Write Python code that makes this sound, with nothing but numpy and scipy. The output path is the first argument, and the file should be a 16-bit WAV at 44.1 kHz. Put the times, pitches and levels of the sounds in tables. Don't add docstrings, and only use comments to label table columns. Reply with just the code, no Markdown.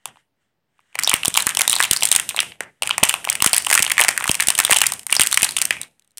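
import sys
import numpy as np
from scipy import signal
from scipy.fft import rfft, irfft, next_fast_len
from scipy.io import wavfile
from scipy.ndimage import uniform_filter1d

SR = 44100
rng = np.random.default_rng(int(sys.argv[2]) if len(sys.argv) > 2 else 0)


def boost_factor(decibels):
    exponent = np.asarray(decibels, float) / 20
    return 10 ** exponent


def waveform_to_disk(signal):
    frames = np.transpose(np.atleast_2d(signal))
    scaled = np.clip(frames, -1, 1) * 32767
    samples = np.round(scaled).astype(np.int16)
    wavfile.write(sys.argv[1], SR, samples)


N = 272979
LENGTH = 1024
ATTACK = 0.0005

# frequency in Hz, level in dB per Hz.
FILM_COLOUR = [(180, -40), (300, -17), (1930, 11), (2560, -0.5), (2880, 7.5), (4530, -9.5), (8150, -3),
               (14400, -24), (16500, -36.5)]


def along(points, hz):
    f, v = np.transpose(points)
    return np.interp(np.log(hz + 1), np.log(f + 1), v)


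def curve(rows):
    s, v = np.transpose(rows)
    return np.interp(np.arange(N) / SR, s, v)


def coloured(x, spectrum):
    m = next_fast_len(N + 8192)
    gain = boost_factor(along(spectrum, np.fft.rfftfreq(m, 1 / SR)))
    y = irfft(rfft(x, m) * gain, m)[:N]
    return y / np.sqrt(np.mean(y ** 2))


def resonance(f, hz, width_hz):
    return 1j * f * width_hz / (hz ** 2 - f ** 2 + 1j * f * width_hz)


def bursts(rise, t60, response, kick=0):
    t = np.arange(LENGTH) / SR
    core = boost_factor(-60 * t / (0.33 * t60))
    unzipping = boost_factor(-8 - 60 * t / t60)
    shape = (1 - np.exp(-t / rise)) ** 2 * (core + unzipping)
    noise = rng.standard_normal((len(t60), LENGTH)) * shape
    noise[:, round(rise * SR)] += kick
    rows = irfft(rfft(noise) * response(np.fft.rfftfreq(LENGTH, 1 / SR)), LENGTH)
    return rows / np.abs(rows).max(axis=1, keepdims=True)


def placed(times, rows):
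    at = np.round(times * SR).astype(int)[:, None] + np.arange(rows.shape[1])
    return np.bincount(at.clip(0).ravel(), rows.ravel(), N + rows.shape[1])[:N]


def activity_db(x, span):
    width = int(span * SR)
    power = uniform_filter1d(uniform_filter1d(x ** 2, width), width)
    return 10 * np.log10(np.abs(power) + 1e-9)


def creases():
    # time in seconds, fizz in dB, panel ring in dB.
    clear_creases = [(0.9545, -16, -10.5), (0.9898, -4.5, -2.5), (0.996, -7, -28.5), (1.0351, -2, -10),
                     (1.0458, -16.5, -2), (1.0747, -2, -0.5), (1.0887, -41, -8), (1.0953, 3, -13.5),
                     (1.1153, -6, -3.5), (1.1331, -12.5, -2), (1.1399, 3.5, 1), (1.2332, -15.5, -4.5),
                     (1.2502, -3, -29.5), (1.2567, 1.5, -3.5), (1.281, -0.5, -27), (1.342, -2.5, -13.5),
                     (1.3509, -15.5, -7.5), (1.357, -20, -6), (1.369, -3, -11), (1.374, 6.5, 2.5),
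                     (1.3865, -10.5, -11.5), (1.4008, -6, -13), (1.4044, -2.5, -8.5), (1.423, -5, -29.5),
                     (1.4688, 3.5, -7.5), (1.4747, -33.5, -3), (1.4919, -6.5, -18), (1.5092, -15.5, -12.5),
                     (1.55, -2.5, -12.5), (1.5714, 3, -4), (1.5954, -3.5, -4.5), (1.6092, 1.5, -1.5),
             (1.6171, 3.5, -6), (1.6782, 5.5, 1), (1.6972, 2.5, -11.5), (1.7057, -3.5, -8),
             (1.7143, -2.5, -13.5), (1.7225, -1, -22.5), (1.73, -0.5, -1.5), (1.764, -7, -3),
             (1.7853, -8.5, -18.5), (1.7973, -7, -17), (1.8033, -5, 3), (1.8107, 0.5, -8.5),
             (1.8264, -1.5, -4.5), (1.8364, 0.0, -7.5), (1.842, -4.5, -2), (1.9115, 7, -6),
             (1.9327, 1, -29.5), (1.9375, -11, -27), (1.964, -6.5, -4), (1.9711, -7, -9),
                     (2.024, -9, -2.5), (2.033, 4, -19), (2.0443, -14.5, -12), (2.054, 4, -21), (2.061, -8, -25),
            (2.073, -10.5, -11.5), (2.0889, -6.5, -19.5), (2.1157, 7, -8.5), (2.1211, -8, -12),
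            (2.1265, 2.5, -12), (2.1421, -19, -31.5), (2.151, 0.5, -7), (2.162, 5.5, -3.5),
            (2.1987, -0.5, -6.5), (2.2913, -2, -16), (2.3084, -28.5, -13.5), (2.3639, -5.5, -14.5),
            (2.3719, -13.5, -12), (2.3799, -23, -9), (2.3906, -22, 2), (2.4035, 2, -5.5),
            (2.4092, -18.5, -7.5), (2.4294, -19, -12.5), (2.5205, -51, -19), (2.6067, -10, -8),
                     (2.8222, -6, -6), (2.833, -6.5, -7.5), (2.874, -7, -6), (2.8929, -12, -27.5),
             (2.909, -14, 0.5), (2.9808, -3, -4), (3.0313, -13, 1), (3.0349, 9.5, 3),
             (3.0414, -12.5, -14.5), (3.0538, -18, -21), (3.0896, -5.5, -19.5), (3.0943, 3.5, -3),
             (3.1009, -12, -6.5), (3.1102, -15.5, -14.5), (3.1275, -12.5, -23), (3.1403, -6.5, -3),
             (3.2507, -7.5, -12.5), (3.2735, -24.5, -14), (3.2842, -21, -19), (3.2899, -16, -3),
             (3.2998, 2.5, -22.5), (3.3194, -32, -14), (3.3283, -5.5, -21.5), (3.3535, -7.5, -8),
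             (3.4034, -17, -9), (3.4228, 4, 0.5), (3.4443, 1.5, -5.5), (3.462, 7, -3), (3.4741, -2, -3),
                     (3.532, 6, 1), (3.5377, -5, -4.5), (3.5454, -0.5, -9.5), (3.565, 2.5, -15.5),
            (3.581, 3.5, -20.5), (3.6686, -7, -4), (3.7014, -1, -7), (3.713, 1.5, -8), (3.7279, 3.5, 3),
            (3.7414, 2, -15), (3.7518, 6.5, -5.5), (3.7568, -6.5, -6), (3.7769, 1.5, 2), (3.7925, -3.5, -2),
            (3.8024, -3.5, -13.5), (3.8284, 2.5, -9.5), (3.849, -4, -14.5), (3.8649, -14.5, -3),
            (3.8995, -4.5, -13), (3.9169, -0.5, -20.5), (3.919, -0.5, -0.5), (3.9806, -4.5, 2),
            (3.9963, -8.5, 1.5), (4.0036, 1.5, -8.5), (4.0125, 3.5, -6), (4.0192, -14.5, 0.5),
            (4.0382, -0.5, -21), (4.0479, -3, -2), (4.0834, -2, -0.5), (4.0891, 6, 2.5),
                     (4.177, -2, -2.5), (4.2088, -33.5, -7), (4.2242, -12.5, -10.5), (4.2413, -6.5, -6),
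                 (4.2696, -11, -20.5), (4.2779, -3.5, -8.5), (4.2941, -2.5, -2), (4.3147, 4.5, -17.5),
                 (4.3442, -9.5, -10), (4.3526, -4.5, -12.5), (4.4, -12, -0.5), (4.4054, 1, -27),
                 (4.4085, -22.5, -6), (4.423, -2, -9), (4.426, -5, -15.5), (4.4717, -1, -28),
                 (4.4851, 5, -12), (4.5035, 2.5, -7), (4.5522, -4, -10), (4.579, -5.5, -15.5),
                 (4.589, 3, -2.5), (4.6012, 5.5, -5), (4.6387, -8, -26.5), (4.6499, 4, -2.5),
                     (4.6961, -14.5, -7), (4.7084, 2, -10), (4.7122, 4, -1), (4.7226, -0.5, -0.5), (4.7267, 0, 1.5),
             (4.7316, 1, 0.5), (4.7619, -5.5, -2.5), (4.7654, 1.5, -7), (4.77, 1.5, -2), (4.7861, 0.5, -9),
             (4.8166, 4.5, 2.5), (4.8387, -7.5, -5), (4.8589, -11.5, -9), (4.8692, 0, -14),
             (4.9213, -1.5, -23.5), (4.9944, -16, -25), (5.0673, -7, -18.5), (5.0976, -20, -12),
             (5.1258, 4, -0.5), (5.1522, -0.5, -15.5), (5.1659, -2.5, -0.5), (5.1963, 2.5, 1),
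             (5.201, -7, -12), (5.2093, 1, -1.5), (5.216, 7.5, -4), (5.225, -9.5, -7.5), (5.2346, 0, -20.5),
                     (5.2637, -4.5, -22.5), (5.2715, 2, -16), (5.3141, -6, -31.5), (5.3223, -7, -8),
              (5.3277, 3.5, -4), (5.3435, 2, -25.5), (5.3741, 6.5, 0.5), (5.4103, -19.5, -7.5),
              (5.4204, 1, -21.5), (5.431, 6.5, -1.5), (5.4402, -8, -26.5), (5.445, 1.5, -16.5),
              (5.4907, -8, -9.5), (5.5665, -1, -1.5), (5.571, -1, -20.5), (5.5838, -17.5, -8),
              (5.5878, -3, -32), (5.6164, 0.5, -12.5), (5.622, -2, -24), (5.6534, -2, -48),
              (5.7078, -3.5, 4), (5.726, -24.5, -38), (5.815, -9, -24.5), (5.832, -18.5, -21.5)]
    # time in seconds, fizz in dB, panel ring in dB.
    pauses = [(0.0565, -10.5, -14), (0.158, -54.5, -43), (0.1706, -55.5, -47), (0.7822, -61, -56),
              (0.792, -71, -43), (0.8045, -51, -48), (5.8815, -46, -70), (5.912, -49.5, -60),
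              (0.9284, -54, -41), (0.9459, -41.5, -29.5), (5.996, -34, -63), (6.0222, -47, -50),
              (6.0468, -48.5, -59), (6.0765, -45, -61), (6.108, -48, -55), (6.1734, -20.5, -40),
              (6.1824, -14.5, -44), (3.6481, -6.5, -14.5)]
    # time in seconds, fizz in dB, panel
    # ring in dB.
    ticks = [(0.9499, -44, -32), (1.0261, -14, -19.5), (1.1027, -20, -4.5), (1.1644, -10, -24),
             (1.2694, -21, -17), (1.3593, -10, -18.5), (1.3804, -13.5, -19.5), (1.4268, -9, -17.5),
             (1.4628, -15, -21.5), (1.4973, -19, -15), (1.504, -10, -18), (1.5919, 0.5, -20.5),
             (1.7394, -18.5, -3), (1.7542, -3, -20), (1.7595, -19.5, -19.5), (1.7766, -14.5, -22.5),
             (1.8511, -7.5, -8.5), (1.855, -12.5, -15), (2.0084, -12.5, -18.5),
             (2.0183, -17.5, -23.5), (2.0353, -4, -13), (2.2956, -8.5, -22), (2.302, -19.5, -18.0),
             (2.3453, -28, -24), (2.8588, -20.5, -21), (2.867, -18, -19.5), (2.9041, -26.0, -9.5),
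             (3.0438, -15.0, -6.5), (3.244, -18.5, -16), (3.419, -28.5, -21), (3.4952, -11, -23.0),
             (3.5757, -8, -7), (3.623, -13, -25.5), (3.666, -5.5, -19.5), (3.6856, -13.5, -30),
             (3.6932, -11.5, -29), (3.7322, 2, -11.5), (3.785, -7, -19), (3.8243, 1, -22.5),
             (3.8424, -12, -8), (3.8777, -11.5, -11), (3.9045, -12, -3), (3.9697, -21.5, -12),
                  (3.9906, -10.5, -5.0), (3.994, -3, -5), (4.0235, -8, -12), (4.1652, -22, -19),
                  (4.2024, -12.5, -23.0), (4.2285, -17.5, -19), (4.2562, -17, -16), (4.287, -11.5, -25),
                  (4.2923, -13, -5), (4.3075, -11, -24), (4.394, -21.5, -17), (4.436, -11.5, -32),
                  (4.4926, -12.5, -19), (4.6657, -13.5, -14), (4.6917, -20.5, -26), (4.7032, -7.5, -17),
                  (4.7445, -2, -19), (4.806, -7.5, -19.0), (4.8666, 2.5, -24), (4.8895, -13, -25),
                  (4.9022, -15.5, -26.0), (4.9367, -8.0, -33), (5.0324, -24, -35.5), (5.1047, -12.5, -24.5),
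                  (5.1127, -12.5, -29), (5.121, -16.5, -16.5), (5.1425, -10.5, -21.5),
                  (5.1565, -9.5, -18.0), (5.2412, -15, -22.5), (5.3995, -12.5, -17), (5.4489, -2.5, -8.5),
                  (5.5092, -9.5, -23), (5.521, -16, -23.5), (5.768, -30, -18), (6.1175, -50, -62)]
    # time in seconds, pouch level in dB, pouch
    # pitch in Hz.
    thumps = [(0.057, -22.5, 910), (0.954, -22.5, 800.0), (0.99, -18, 1330), (1.078, -15.0, 820.0),
              (1.115, -14.5, 1064), (1.133, -12.5, 1040.0), (1.25, -16.0, 946), (1.355, -14.5, 1144),
              (1.469, -18, 1124), (1.572, -16.5, 894), (1.609, -17, 876), (1.678, -19, 1028),
              (1.73, -16.5, 1245), (1.835, -19.5, 1170.0), (2.033, -23.5, 787), (2.162, -19.5, 1010),
              (2.393, -15.5, 1424), (2.606, -20.0, 557), (2.822, -13.5, 770), (2.892, -15, 1440),
              (2.981, -12.5, 960.0), (3.032, -9, 808), (3.14, -10.0, 1005), (3.423, -12.5, 970),
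              (3.462, -14, 1407), (3.668, -13, 930), (3.712, -12.5, 803), (3.753, -17, 1124),
              (3.776, -12.5, 1406), (3.996, -16, 996), (4.005, -12.5, 737), (4.013, -12, 854),
              (4.4, -21, 900.0), (4.503, -17.5, 903), (4.589, -16, 1050), (4.603, -15, 953),
              (4.697, -9.5, 750), (4.721, -25.5, 1004), (4.816, -16, 933), (4.92, -19.5, 977),
              (5.126, -20.5, 1150), (5.215, -20, 1400.0), (5.328, -14.5, 1320), (5.583, -21.5, 1350),
              (5.708, -23, 753),
              (0.159, -44, 950), (0.1707, -42, 950), (0.792, -43.5, 1050), (3.2741, -12, 880),
                    (4.257, -15.5, 1040), (2.3453, -19.5, 844)]
    # time in seconds, panel pitch in Hz.
    panel = [(0.99, 2074), (1.115, 2080), (1.133, 2264), (1.143, 2580), (1.469, 1940), (1.572, 2780),
             (1.61, 1930), (1.618, 3460), (1.681, 3930), (1.731, 2970), (1.81, 1940), (1.835, 3940),
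             (1.842, 2920), (1.972, 4900), (2.024, 2735), (2.163, 2790), (2.381, 2660), (2.395, 2940),
             (2.405, 2810), (2.981, 2290), (3.035, 2470), (3.42, 2490), (3.465, 2177), (3.67, 2850),
             (3.712, 1840), (3.751, 3000), (3.758, 1460), (3.778, 2220), (3.792, 2300), (3.923, 2237),
             (3.982, 2060), (3.991, 2110), (3.996, 2110), (4.003, 1970), (4.019, 2870), (4.047, 1990),
             (4.083, 2106), (4.09, 2090), (4.179, 1790), (4.4, 2150), (4.589, 2080), (4.602, 1830),
             (4.649, 3500), (4.713, 2180), (4.723, 2070), (4.734, 2910), (4.766, 2980), (4.816, 2435),
             (4.839, 1967), (5.126, 2760), (5.166, 4940), (5.196, 2090), (5.209, 2950), (5.216, 2880),
             (5.226, 2850), (5.33, 4210), (5.375, 2320), (5.434, 2380), (5.566, 2810), (5.709, 2344),
             (0.955, 2320), (1.035, 4880), (1.095, 3010), (1.359, 3600), (1.376, 2810), (1.401, 2980),
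                  (1.406, 4170), (1.764, 3860), (1.912, 2915), (2.116, 3570), (2.127, 3030), (2.43, 2120),
                  (2.823, 2630), (2.833, 2860), (2.874, 2570), (2.892, 2890), (2.909, 2870), (3.045, 2730),
                  (3.054, 2770), (3.095, 2930), (3.141, 2800), (3.445, 1577), (3.474, 2860), (3.533, 4930),
                  (3.538, 2690), (3.728, 1950), (4.243, 2120), (4.298, 2900), (4.409, 2284), (4.504, 2780),
                  (4.787, 2910), (4.86, 2730), (5.099, 2090), (5.152, 2800), (5.45, 4070), (5.617, 2070),
             (0.057, 2910), (2.521, 2664), (2.607, 1836), (5.833, 3840), (5.769, 2320), (5.816, 2250)]

    clear = clear_creases
    s, fizz_db, ring_db = np.transpose(pauses + clear + ticks)
    luck = rng.standard_normal((len(s), 3))
    pouch_db = ring_db - 13 - 8 * np.abs(luck[:, 0])
    pouch_hz = 950 * np.exp(0.15 * luck[:, 2])
    pitches = panel
    panel_hz = np.interp(s, *np.transpose(sorted(pitches))) * np.exp(0.15 * luck[:, 1])
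    for at, db, hz in thumps:
        nearest = np.abs(s - at).argmin()
        pouch_db[nearest], pouch_hz[nearest] = db, hz
    for at, hz in pitches:
        panel_hz[np.abs(s + 2 * ATTACK - at).argmin()] = hz
    return np.array([s, fizz_db - 5, ring_db - 2.5, panel_hz, pouch_db + 5.5, pouch_hz])[..., None]


def snaps():
    # frequency in Hz, level in dB per Hz.
    fizz_colour = [(150, -42), (2350, -8), (4000, -6), (5840, -6), (9000, 2.5), (11000, -5.5), (14800, -13),
                   (16500, -20)]
    s, fizz_db, ring_db, panel_hz, pouch_db, pouch_hz = creases()
    luck = rng.standard_normal((len(s), 1))
    peak_db = np.maximum(fizz_db, ring_db)
    spread = np.exp(0.21 * luck + 0.0041 * (peak_db + 27.5))
    drive_db = 0.46 * np.maximum(peak_db + 6.0, 0)

    def sound(time, ring_width_hz, pouch_width_hz, drive_db, kick):
        def film(f):
            return resonance(f, panel_hz, ring_width_hz) ** 2 * resonance(f, 1700, 4400)

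        def air(f):
            return resonance(f, pouch_hz, pouch_width_hz) ** 2

        fizz = bursts(ATTACK / 2, 0.012 * time, lambda f: boost_factor(along(fizz_colour, f)), 0.77 * kick)
        ring = bursts(ATTACK, 0.02 * time, film, 3 * kick)
        pouch = bursts(2 * ATTACK, 0.018 * time, air, 5 * kick)
        mix = boost_factor(fizz_db + 3.5) * fizz + boost_factor(ring_db - 0.5) * ring + boost_factor(pouch_db - 5.0) * pouch
        return boost_factor(drive_db) * mix

    far = sound(0.36 * spread, 990, 990, 0.32 * drive_db, 30)
    near = sound(spread, 1100, 600, drive_db, 1.88)
    return s[:, 0] - ATTACK, near, far


def crackle(snapped):
    settling = signal.fftconvolve(snapped ** 2, np.hanning(2 * LENGTH))[:N] / LENGTH
    luck = rng.random((3000, 4))
    s = luck[:, 0] * (N - 1) / SR
    centre_hz = np.where(luck[:, 1:2] < 0.45, 8700, 2500)
    hz = centre_hz * np.exp(luck[:, 2:3] - 0.5)

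    def patch(f):
        return boost_factor(along(FILM_COLOUR, f)) * (0.5 + resonance(f, hz, 0.53 * hz))

    rows = bursts(ATTACK, np.full(hz.shape, 0.005), patch, kick=2.3)
    uneven = boost_factor(-10 - 4.0 * np.log(luck[:, 3] + 0.0098))
    size = np.sqrt(np.abs(settling[(s * SR).astype(int)])) * uneven
    return placed(s, size[:, None] * rows)


def puffs():
    # time in seconds, peak in dB.
    pushes = [(1.142, -25), (1.2825, -22.5), (1.4694, -27), (1.9149, -27), (3.0308, -21), (3.4244, -22.5),
              (3.4652, -24), (3.5323, -50), (3.804, -29), (4.298, -19.5), (4.4851, -27), (4.717, -28.5),
              (5.199, -25), (5.4291, -32)]
    s, db = np.transpose(pushes)
    push_time = 0.0006 * np.exp(0.058 * rng.standard_normal((len(s), 1)))
    u = np.arange(2 * LENGTH) / SR / push_time
    push = u * (1 - u / 2) * np.exp(1 - u) * 2
    return placed(s - 0.0015, boost_factor(db + 8.0)[:, None] * push)


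def echoes(x):
    # delay in seconds, level in dB.
    surfaces = [(.009, -26.5), (0.0179, -22), (0.0257, -36), (.032, -58)]
    return sum(boost_factor(db) * np.pad(x, (round(delay * SR), 0))[:N] for delay, db in surfaces)


def wall_tail():
    # frequency in Hz, 60 dB decay time in seconds.
    decay = [(150, 0.78), (1000, 0.17), (3000, 0.32), (9000, 0.33), (11500, 0.57), (15000, 0.18)]
    # frequency in Hz, level in dB.
    wall_tone = [(200, -4), (1000, 15), (3000, 3), (5500, 8), (9000, 6.5), (11500, 0.5), (15000, 8.5),
                 (15500, -32)]
    hz, t, z = signal.stft(rng.standard_normal(SR // 2), SR, nperseg=256)
    level_db = along(wall_tone, hz)[:, None] - 60 * t / along(decay, hz)[:, None]
    tail = signal.istft(z * boost_factor(level_db), SR, nperseg=256)[1]
    t = np.arange(len(tail)) / SR
    joining = 0.63 + 0.33 / (1 + np.exp((0.017 - t) / 0.00087))
    tail = tail * joining * (1 - np.exp(-t / 0.0033))
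    tail = tail * boost_factor(-12 * np.exp(-t / 0.19))
    return tail / np.linalg.norm(tail)


def suppressed(x, knee_db):
    return x * boost_factor(np.clip(1.6 * (activity_db(x, 0.016) - knee_db), -12, 0))


def room_noise(busy_db):
    # time in seconds, level in dB.
    handling = [(0, -73), (.2, -63), (.3, -103), (.42, -73.5), (.62, -94), (.76, -75), (.84, -71),
                (.92, -66.5), (5.9, -79.5), (6.19, -78)]
    # frequency in Hz, level in dB per Hz.
    hush = [(18, -46.5), (30, -6.5), (134, 3.5), (1040, -4.5), (5040, -14.5), (8980, -27), (16000, -17)]
    # frequency in Hz, level in dB per Hz.
    stir = [(25, -38), (60, -9.5), (130, -2), (400, -10), (900, -12), (3000, -120)]
    open_db = np.clip(1.22 * (busy_db + 24.0), -30, 0)
    rumble = boost_factor(-50.0 + open_db) * coloured(rng.standard_normal(N), stir)
    rub = boost_factor(curve(handling)) * coloured(rng.standard_normal(N), FILM_COLOUR)
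    hiss = boost_factor(-78.5) * coloured(rng.standard_normal(N), hush)
    return hiss + rumble + rub


def port(x):
    m = next_fast_len(N + LENGTH)
    cavity = resonance(np.fft.rfftfreq(m, 1 / SR), 8620, 910)
    return irfft(rfft(x, m) * (1 + boost_factor(-8.5) * cavity), m)[..., :N]


def scene():
    s, near, far = snaps()
    wet = np.zeros(N)
    for k in range(6):
        wet += signal.fftconvolve(placed(s[k::6], far[k::6]), wall_tail())[:N]
    direct = placed(s, near)
    small = crackle(direct)
    small_wet = signal.fftconvolve(small, wall_tail())[:N]
    wet = boost_factor(-12.0) * wet + boost_factor(-11.5) * small_wet + echoes(direct)
    low = signal.sosfiltfilt(signal.butter(2, 3600, fs=SR, output="sos"), wet)
    tails = suppressed(low, knee_db=-53) + suppressed(wet - low, knee_db=-49.5)
    busy_db = np.roll(activity_db(wet, 0.039), LENGTH // 2) + 16.5
    return (direct + small + tails + puffs() + room_noise(busy_db))[None]


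def band_limit(x):
    return signal.sosfilt(signal.butter(12, 16620, fs=SR, output="sos"), x)


def record(dry):
    dry = port(dry)
    clipped = dry / (1 + np.abs(dry / 0.97) ** 12) ** (1 / 12) - 0.00012
    smooth = signal.sosfiltfilt(signal.butter(12, 16200, fs=SR, output="sos"), clipped)
    return band_limit(smooth)


dry = scene()
out = record(dry)
waveform_to_disk(out)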